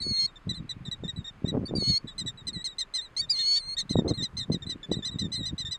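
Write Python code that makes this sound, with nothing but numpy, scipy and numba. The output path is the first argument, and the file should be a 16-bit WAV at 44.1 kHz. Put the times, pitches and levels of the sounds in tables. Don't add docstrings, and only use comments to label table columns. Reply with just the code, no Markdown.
import sys
import numpy as np
from scipy import signal
from scipy.io import wavfile
from scipy.ndimage import uniform_filter1d
from numba import njit

SR = 44100
rng = np.random.default_rng(int(sys.argv[2]) if len(sys.argv) > 2 else 0)


def to_wav(s):
    ch = np.atleast_2d(s).T
    pcm = np.round(np.clip(ch, -1, 1) * 32767)
    wavfile.write(sys.argv[1], SR, pcm.astype(np.int16))


N = 254898


def undb(db):
    return 10 ** (np.asarray(db) / 20)


def unit(x):
    return x / np.sqrt(np.mean(x ** 2))


@njit
def moving_lowpass(x, hz, damping):
    out, band_state, low_state = np.empty(len(x)), 0., 0.
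    for i in range(len(x)):
        g = np.tan(np.pi * hz[i] / SR)
        v = (band_state + g * (x[i] - low_state)) / (1 + g * (g + damping))
        out[i] = low_state + g * v
        band_state, low_state = 2 * v - band_state, low_state + 2 * g * v
    return out


def band(x, hz, width_hz):
    return signal.lfilter(*signal.iirpeak(hz, hz / width_hz, SR), x)


def spectrum_db(hz, table):
    table_hz, table_db = np.transpose(table)
    return np.interp(np.log(hz), np.log(table_hz), table_db)


def walk(rate):
    hold = int(SR / rate)
    steps = np.repeat(rng.standard_normal(N // hold + 1), hold)
    return 1.21 * uniform_filter1d(uniform_filter1d(steps, hold), hold)[:N]


def flutter(count, rough):
    knots = rng.standard_normal(count // 60 + 2)
    noise = np.interp(np.arange(count) / 60, np.arange(len(knots)), knots)
    return np.sqrt(1 - rough ** 2) + rough * noise


def add(out, start_s, sound):
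    i = int(start_s * SR)
    out[i:i + len(sound)] += sound[:len(out) - i]


# (frequency [Hz], relative level per Hz [dB])
SURF_SPECTRUM = [(15, -38), (25, 13.5), (183, -16.5), (253, 2), (322, -15), (482, 0), (582, -11),
                 (666, -14.5), (1050, -6), (2490, -15.5), (3530, -26), (6380, -29.5), (15500, -53.5)]


def surf(rms_db=-55.5):
    out, swell = 0, walk(0.16)
    for hz in 25 * 2 ** np.arange(0, 9.4, .5):
        db = spectrum_db(hz, SURF_SPECTRUM) + 0.72 * swell + 1.34 * walk(5.2)
        wash = band(band(rng.standard_normal(N), hz, hz / 2), hz, hz / 2)
        out = out + undb(db) * wash
    return unit(out) * undb(rms_db)


# (time of peak [s], breadth [s], level [dB])
GUSTS = [(0.057, 0.036, -39.5), (0.107, 0.028, -35), (0.248, 0.024, -49), (0.473, 0.01, -27),
         (0.496, 0.036, -34.5), (0.6, 0.024, -34), (0.655, 0.01, -34.5), (0.756, .021, -41.5),
         (0.811, .01, -36), (0.857, 0.014, -40), (0.893, 0.0077, -29.5), (1.035, 0.029, -34),
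         (1.074, 0.013, -36.5), (1.15, 0.023, -41.5), (1.198, 0.018, -31.5), (1.449, 0.0055, -22.5),
         (1.526, .076, -33.5), (1.573, 0.032, -26), (1.634, .02, -31.5), (1.731, 0.027, -25),
         (1.793, .041, -30), (1.904, 0.026, -28), (2.054, 0.017, -38), (2.257, 0.082, -40.5),
         (2.487, 0.079, -46), (2.572, 0.026, -41.5), (3.233, 0.03, -47), (3.669, 0.018, -44.5),
         (3.913, 0.0075, -26), (3.979, 0.031, -20), (4.061, 0.022, -27), (4.105, 0.027, -25.5),
         (4.208, 0.031, -33), (4.379, 0.051, -40.5), (4.504, 0.02, -25), (4.545, 0.022, -27.5),
         (4.669, 0.056, -38.5), (4.755, 0.016, -38.5), (4.918, 0.022, -26.5), (4.976, 0.024, -32.5),
         (5.15, 0.027, -33), (5.236, 0.034, -29), (5.412, 0.041, -37.5), (5.526, 0.033, -33.5),
         (5.656, 0.068, -41)]
# (time [s], level [dB], brightness of the eddies [dB])
BREEZE = [(0, -49, -12.5), (.4, -63, -15.5), (.84, -47.5, -17.5), (1.1, -55, -13.5), (1.38, -54.5, -14.5),
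          (1.57, -65, -1.5), (1.9, -61, -12.5), (2.6, -57.5, -11.5), (2.9, -67.5, -19), (3.3, -56, -18),
          (3.55, -66.5, -17.5), (3.85, -49.5, -18), (4.05, -56, -1.5), (4.35, -56, -17), (4.92, -60.5, -5),
          (5.1, -46.5, -18), (5.35, -43, -10), (5.78, -78, -25.5)]


def wind():
    t = np.arange(0, N / SR, .003)
    peak_s, breadth_s, gust_db = np.transpose(GUSTS)[:, :, None]
    gust_power = undb(2 * gust_db) * np.exp(-2 * ((t - peak_s) / breadth_s) ** 2)
    breeze_s, *columns = np.transpose(BREEZE)
    breeze_db, bright_db = (np.interp(t, breeze_s, c) for c in columns)
    power = gust_power.sum(axis=0) + undb(2 * breeze_db)
    bright_db = bright_db + .15 * (10 * np.log10(power) + 35)
    gain, bright_db = (np.interp(np.arange(N) / SR, t, c) for c in (np.sqrt(power), bright_db))
    gain = gain * undb(1.5 * walk(25))
    hz = np.clip(380 * undb(0.4292 * bright_db + 2.08 * walk(40)), 130, 620)
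    eddies = (rng.random(N) < hz / SR) * np.sqrt(SR / hz)
    push = rng.standard_normal(N) * (eddies + 0.31) * undb(2.0 * walk(60))
    rumble = moving_lowpass(push, hz, damping=1.0)
    rumble = moving_lowpass(rumble, 1.37 * hz, damping=1.77) / np.sqrt(hz)
    rumble = signal.sosfilt(signal.butter(2, 95, "high", fs=SR, output="sos"), rumble)
    rumble = rumble / (uniform_filter1d(rumble ** 2, size=3000) + 1e-12) ** .4
    return .22 * np.tanh(unit(rumble) * gain / .22)


# (time [s], signed peak push [full scale])
THUMPS = [(0.4746, -0.026), (1.0373, -0.064), (1.4497, -0.087), (1.5528, -0.15), (1.5754, 0.11),
          (1.7116, -0.083), (1.7384, 0.17), (1.8249, -0.097), (3.9571, -0.35), (3.9882, -0.19),
          (3.9951, 0.18), (4.1061, 0.06), (4.5007, -0.14), (4.918, -0.22), (5.2467, 0.0034)]


def thumps(base_hz=340, hz_per_push=260):
    out, t = np.zeros(N), np.arange(-.012, .012, 1 / SR)
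    for s, push in THUMPS:
        swings = (base_hz + hz_per_push * abs(push)) * t
        envelope = np.exp(-(0.87 * swings) ** 2) / (1 + (4 * swings) ** 2) ** 0.76
        add(out, s + t[0], push * envelope * np.cos(2 * np.pi * 0.94 * swings))
    return out


def shingle(calls, t60_s=.07, tail_db=-20.5):
    t = np.arange(int(.08 * SR)) / SR
    tail = rng.standard_normal(len(t)) * np.exp(-np.log(1000) * t / t60_s) * (t > .002)
    scattered = signal.fftconvolve(calls, tail / np.sqrt(np.sum(tail ** 2)))[:N]
    return calls + undb(tail_db) * band(scattered, hz=4300, width_hz=4100)


UPPER_PARTIALS_DB = [-27, -28, -30.5, -37]
TWO_CYCLE_DB = [-17, -1, 7.5, -5, -20, -36, -33]
# (frequency [Hz], relative level [dB])
LONG_PATTERN_SPECTRUM = [(450, -16), (1000, -34), (2600, -28), (3050, -0.5), (3500, -6.5), (4000, -5.5),
                         (4900, -12), (5600, -4), (6100, -10), (7000, -29), (7800, -8), (8300, -18.5),
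                         (9200, -25), (12000, -36.5), (15000, -47.5)]


def syrinx(hz, first_db, third_db, fourth_db, upper_db, patterns):
    phase = np.pi * np.cumsum(hz) / SR
    out = undb(first_db) * np.sin(phase) + np.sin(2 * phase)
    out += undb(third_db) * np.cos(3 * phase) + undb(fourth_db) * np.cos(4 * phase)
    for k, db in enumerate(UPPER_PARTIALS_DB, start=5):
        partial_hz = k * hz / 2
        rolloff_db = 2.5 * np.maximum(partial_hz - 13500, 0) / 1000
        gain = undb(upper_db + db - rolloff_db) * (partial_hz < .45 * SR)
        out += gain * np.sin(k * phase) * flutter(len(hz), 0.5)
    for cycles, gain, rough in patterns:
        for k in range(1, 7 * cycles):
            if k % cycles == 0:
                continue
            line_hz = hz / 2 * k / cycles
            db = TWO_CYCLE_DB[k // 2] if cycles == 2 else spectrum_db(line_hz, LONG_PATTERN_SPECTRUM)
            out += gain * undb(db) * np.sin(phase * k / cycles + k * k) * flutter(len(hz), rough)
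    return out


# (time [s], second partial [Hz], level [dB])
WHISTLES = [
    [(0.004, 4090, -74), (0.02, 4444, -29), (0.06, 4370, -31), (0.11, 4350, -26.5), (0.14, 4250, -25.5),
     (0.2, 4273, -22), (0.24, 4233, -24.5), (0.262, 4314, -22.5), (0.272, 4450, -67)],
    [(1.752, 4580, -35), (1.765, 4740, -27.5), (1.79, 4470, -34.5), (1.82, 4340, -27), (1.86, 4310, -25.5),
     (1.9, 4390, -21), (1.94, 4274, -22.5), (1.965, 4298, -20.5), (1.98, 4446, -23), (1.988, 4610, -77)],
    [(2.53, 4340, -44), (2.54, 4180, -38), (2.56, 3940, -35.5), (2.59, 3830, -40), (2.615, 3870, -36),
     (2.632, 4060, -54)],
    [(3.295, 4540, -33), (3.302, 4804, -17), (3.314, 4894, -20.5), (3.33, 4540, -28), (3.355, 4175, -27.5),
     (3.39, 4250, -25.5), (3.44, 4295, -24), (3.5, 4400, -20.5), (3.55, 4433, -21), (3.58, 4486, -20.5),
     (3.592, 4620, -33.5)],
    [(3.594, 4430, -33), (3.604, 4370, -39), (3.62, 4110, -40), (3.66, 4220, -37), (3.7, 4248, -30.5),
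     (3.74, 4304, -30.5), (3.755, 4570, -57)],
]
# (start [s], end [s], pattern, relative level at start [dB], at end [dB], roughness [0-1])
WHISTLE_PATTERNS = [(.13, 0.202, "two", -48, -42.5, .6), (0.194, 0.263, "two", -26.5, -22.5, 0.03),
                    (1.825, 1.934, "five", -22.5, -28.5, 0.15), (1.926, 1.985, "two", -26.5, -28.5, 0.1),
                    (3.351, 3.546, "five", -17.5, -28.5, 0.38), (3.518, 3.585, "two", -26.5, -26, 0.3),
                    (3.52, 3.607, "nine", -35.5, -19, 0.8)]
PATTERN_CYCLES = {"two": 2, "five": 5, "nine": 9}


def whistles(upper_db=-24.5):
    out, waver = np.zeros(N), walk(90)
    for rows in WHISTLES:
        s, *columns = np.transpose(rows)
        t = np.arange(s[0], s[-1], 1 / SR)
        hz, db = (uniform_filter1d(np.interp(t, s, c), size=200) for c in columns)
        first_db = np.maximum(-17 - 0.035 * (hz - 4000), -31)
        higher_hz, louder_db = hz - 4250, np.clip(db + 27, -15, 10)
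        glide_hz_per_ms = np.minimum(np.abs(np.gradient(hz)) * SR / 1000, 20)
        third_db = -19.5 + 0.52 * higher_hz / 100 + 0.34 * louder_db - 0.4 * glide_hz_per_ms
        fourth_db = -24 + 0.083 * higher_hz / 100 - 0.8 * louder_db
        patterns = []
        for start, end, name, start_db, end_db, rough in WHISTLE_PATTERNS:
            if s[0] < start < s[-1]:
                gain = undb(np.interp(t, [start, end], [start_db, end_db]))
                gate = np.clip(np.minimum(t - start, end - t) / 0.012, 0, 1)
                patterns.append((PATTERN_CYCLES[name], gain * gate, rough))
        wobble = waver[int(s[0] * SR):][:len(t)]
        edges = np.clip(np.minimum(t - s[0], s[-1] - t) / 0.0013, 0, 1)
        voice = syrinx(hz + 14 * wobble, first_db, third_db, fourth_db, upper_db, patterns)
        add(out, s[0], voice * edges * undb(db + 0.97 * wobble))
    return out


NOTE_KINDS = {"arch": (4077.5, 3705, 0.31, 0.62, -2.5, -14, 1.47, -12.5, -25),
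              "pip": (3925, 3730, 0.8, .5, -2, -13.5, 1, -18, -80),
              "low": (3678, 3588.5, 0.43, 0.84, -1, -20.5, 2, -16, -43.5),
              "faint": (3943.5, 3741.5, 0.4, 0.82, -8, -37.5, 3.5, -16.5, -80),
              "rising": (4400, 4581, 0.23, 0.8, 4, -39.5, 11, -19.5, -25)}
# (time [s], gain of partials 4-8 [dB])
BEAK_FACING = [(2.1, 3.5), (2.7, -0.5), (3.0, -1), (3.8, -3.5), (4.4, -8), (4.9, -3), (5.78, -3)]
# (time [s], length [s], kind, second partial at the start [Hz], at the top of the arch [Hz], level [dB])
NOTES = [(0.002, 0.041, "faint", 4280, 4060, -33), (0.163, 0.033, "low", 3730, 3770, -38),
         (0.272, 0.041, "faint", 4050, 3800, -48), (0.357, 0.025, "low", 3680, 3590, -42.5),
         (0.492, 0.035, "pip", 3900, 3990, -26.5), (0.531, 0.029, "low", 3700, 3610, -41.5),
         (0.544, 0.059, "faint", 3870, 4080, -37.5), (0.692, 0.04, "pip", 3920, 3977, -29.5),
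         (0.704, 0.028, "low", 3640, 3670, -40.5), (0.851, 0.041, "faint", 3920, 3920, -39.5),
         (0.854, 0.042, "low", 3680, 3690, -39.5), (0.913, 0.035, "pip", 3900, 3922, -28.5),
         (1.037, 0.04, "low", 3670, 3615, -38), (1.079, 0.037, "pip", 3870, 3830, -29.5),
         (1.161, .061, "faint", 3900, 3916, -41.5), (1.243, 0.044, "low", 3630, 3680, -39),
         (1.266, 0.038, "pip", 3910, 3755, -34.5), (1.45, 0.035, "low", 3720, 3710, -43),
         (1.476, 0.038, "pip", 3880, 3960, -29), (1.655, 0.024, "rising", 4410, 4506, -34),
         (1.68, 0.029, "low", 3620, 3650, -41), (1.771, 0.06, "faint", 3896, 3880, -43.5),
         (1.884, .033, "low", 3620, 3760, -36.5), (2.072, 0.064, "faint", 3820, 3920, -40.5),
         (2.079, 0.026, "low", 3880, 3445, -40.5), (2.18, 0.05, "arch", 3930, 4093, -29),
         (2.261, 0.05, "arch", 3808, 3926, -30.5), (2.274, 0.027, "low", 3620, 3600, -35.5),
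         (2.374, 0.056, "faint", 3900, 3870, -44.5), (2.469, 0.04, "arch", 3946, 4084, -29),
         (2.642, 0.048, "arch", 3980, 4215, -27.5), (2.687, 0.06, "faint", 3890, 3900, -41.5),
         (2.783, 0.054, "arch", 3870, 4154, -27.5), (2.797, 0.039, "low", 3730, 3820, -35.5),
         (2.938, 0.067, "arch", 3910, 4110, -28.5), (2.975, 0.041, "low", 3740, 3770, -33),
         (3.011, 0.072, "faint", 3730, 4135, -38.5), (3.165, 0.052, "rising", 4040, 4300, -25),
         (3.213, 0.043, "low", 3520, 3750, -33.5), (3.288, 0.059, "faint", 3900, 3790, -43.5),
         (3.389, 0.039, "low", 3480, 3715, -29), (3.559, 0.041, "low", 3410, 3730, -32.5),
         (3.767, 0.05, "low", 3560, 3786, -30), (3.78, 0.049, "arch", 3850, 4363, -27.5),
         (3.893, 0.054, "arch", 3800, 4164, -29), (3.929, 0.041, "faint", 4190, 3990, -38),
         (3.967, 0.044, "low", 3664, 3810, -29.5), (4.078, 0.048, "arch", 3830, 4236, -29),
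         (4.136, 0.067, "faint", 3900, 4202, -38), (4.176, 0.053, "low", 3720, 3830, -30.5),
         (4.222, 0.051, "arch", 3760, 4120, -28.5), (4.368, 0.049, "arch", 3856, 4160, -29),
         (4.389, 0.064, "faint", 4150, 4120, -34.5), (4.411, 0.036, "low", 3710, 3707, -34.5),
         (4.518, 0.049, "arch", 3910, 4130, -29.5), (4.621, 0.029, "low", 3680, 3670, -38),
         (4.665, 0.059, "faint", 3810, 4054, -37.5), (4.691, 0.051, "arch", 3860, 4040, -29.5),
         (4.83, .028, "low", 3680, 3466, -35), (4.914, .04, "arch", 3690, 3985, -26),
         (4.949, 0.063, "faint", 3870, 3970, -37.5), (5.023, 0.031, "low", 3573, 3555, -36.5),
         (5.047, 0.057, "arch", 3630, 4084, -29.5), (5.112, 0.064, "faint", 3930, 3885, -40),
         (5.186, 0.052, "arch", 3710, 4056, -28.5), (5.238, 0.035, "low", 3740, 3660, -35),
         (5.318, 0.061, "arch", 3790, 4095, -28.5), (5.352, 0.085, "faint", 4104, 4090, -31.5),
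         (5.429, 0.031, "pip", 3780, 3795, -30.5), (5.454, 0.055, "arch", 3720, 4067, -29.5),
         (5.58, 0.058, "arch", 3790, 4080, -29), (5.649, 0.045, "low", 3514, 3650, -34),
         (5.666, .051, "faint", 3830, 3800, -42), (5.71, 0.056, "arch", 3750, 4020, -29.5)]


def piping(strong_rise_hz=125):
    out, waver, quiver = np.zeros(N), walk(150), walk(400)
    for s, length, kind, start_hz, top_hz, level_db in NOTES:
        (usual_top_hz, end_hz, kept, fallen, fade_db,
         third_db, rise_db, fourth_db, pattern_db) = NOTE_KINDS[kind]
        onset, t = int(s * SR), np.arange(int((length + 0.0036) * SR)) / SR
        progress = t / length
        rise_hz = max(top_hz - start_hz, 0)
        fall_hz = top_hz - end_hz - kept * (top_hz - usual_top_hz)
        arch_hz = [start_hz, top_hz, top_hz - fallen * fall_hz, top_hz - fall_hz]
        hz = np.polyval(np.polyfit(np.arange(4) / 3, arch_hz, 3), np.minimum(progress, 1))
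        hz += 15 * np.resize(quiver[onset:], len(t))
        db = level_db + fade_db * np.clip((progress - .25) / 0.6, -.2, 2.)
        db += 1.8 * np.resize(waver[onset:], len(t))
        attack = np.clip(t / 0.0014, 0, 1) * np.clip(0.61 + t / 0.031, 0, 1)
        release = np.clip((t[-1] - t) / 0.019, 0, 1)
        swing = np.clip(t / 0.0075, .02, 1) * np.clip((1.05 - progress) / 0.53, .03, 1)
        first_db = -20 - 0.013 * (hz - 4000) + 10 * np.log10(swing)
        third_db += rise_db * rise_hz / 100 + 20 * np.log10(swing)
        if kind == "arch":
            fourth_db += np.interp(s, *np.transpose(BEAK_FACING))
        upper_db = fourth_db + (3.3 if kind == "rising" else 0)
        patterns = []
        if rise_hz > strong_rise_hz and pattern_db > -60:
            effort = np.exp(-((progress - .38) / 0.27) ** 2)
            patterns = [(2, undb(pattern_db + 2) * effort, 0.54),
                        (5, undb(pattern_db - 1) * effort ** 2, 0.94)]
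        voice = syrinx(hz, first_db, third_db, fourth_db, upper_db, patterns)
        add(out, s, voice * attack * release * undb(db))
        if level_db > -32 and s > .1:
            beak_tick = np.exp(-t / 0.00012) * np.sin(2 * np.pi * 3500 * t)
            add(out, s - .012, undb(level_db - 17) * beak_tick)
    return out


def scene():
    return (shingle(piping() + whistles()) + wind() + thumps() + surf())[None]


# (frequency [Hz], width [Hz], depth [0-1])
HOUSING_NOTCHES = [(5735, 540, 0.98), (6870, 210, 0.8)]


def record(dry):
    x, cutoff_hz = dry[0], 15680
    for hz, width_hz, depth in HOUSING_NOTCHES:
        x = x - depth * band(x, hz, width_hz)
    return signal.sosfilt(signal.ellip(8, .2, 70, cutoff_hz, fs=SR, output="sos"), x)[None]


dry = scene()
out = record(dry)
to_wav(out)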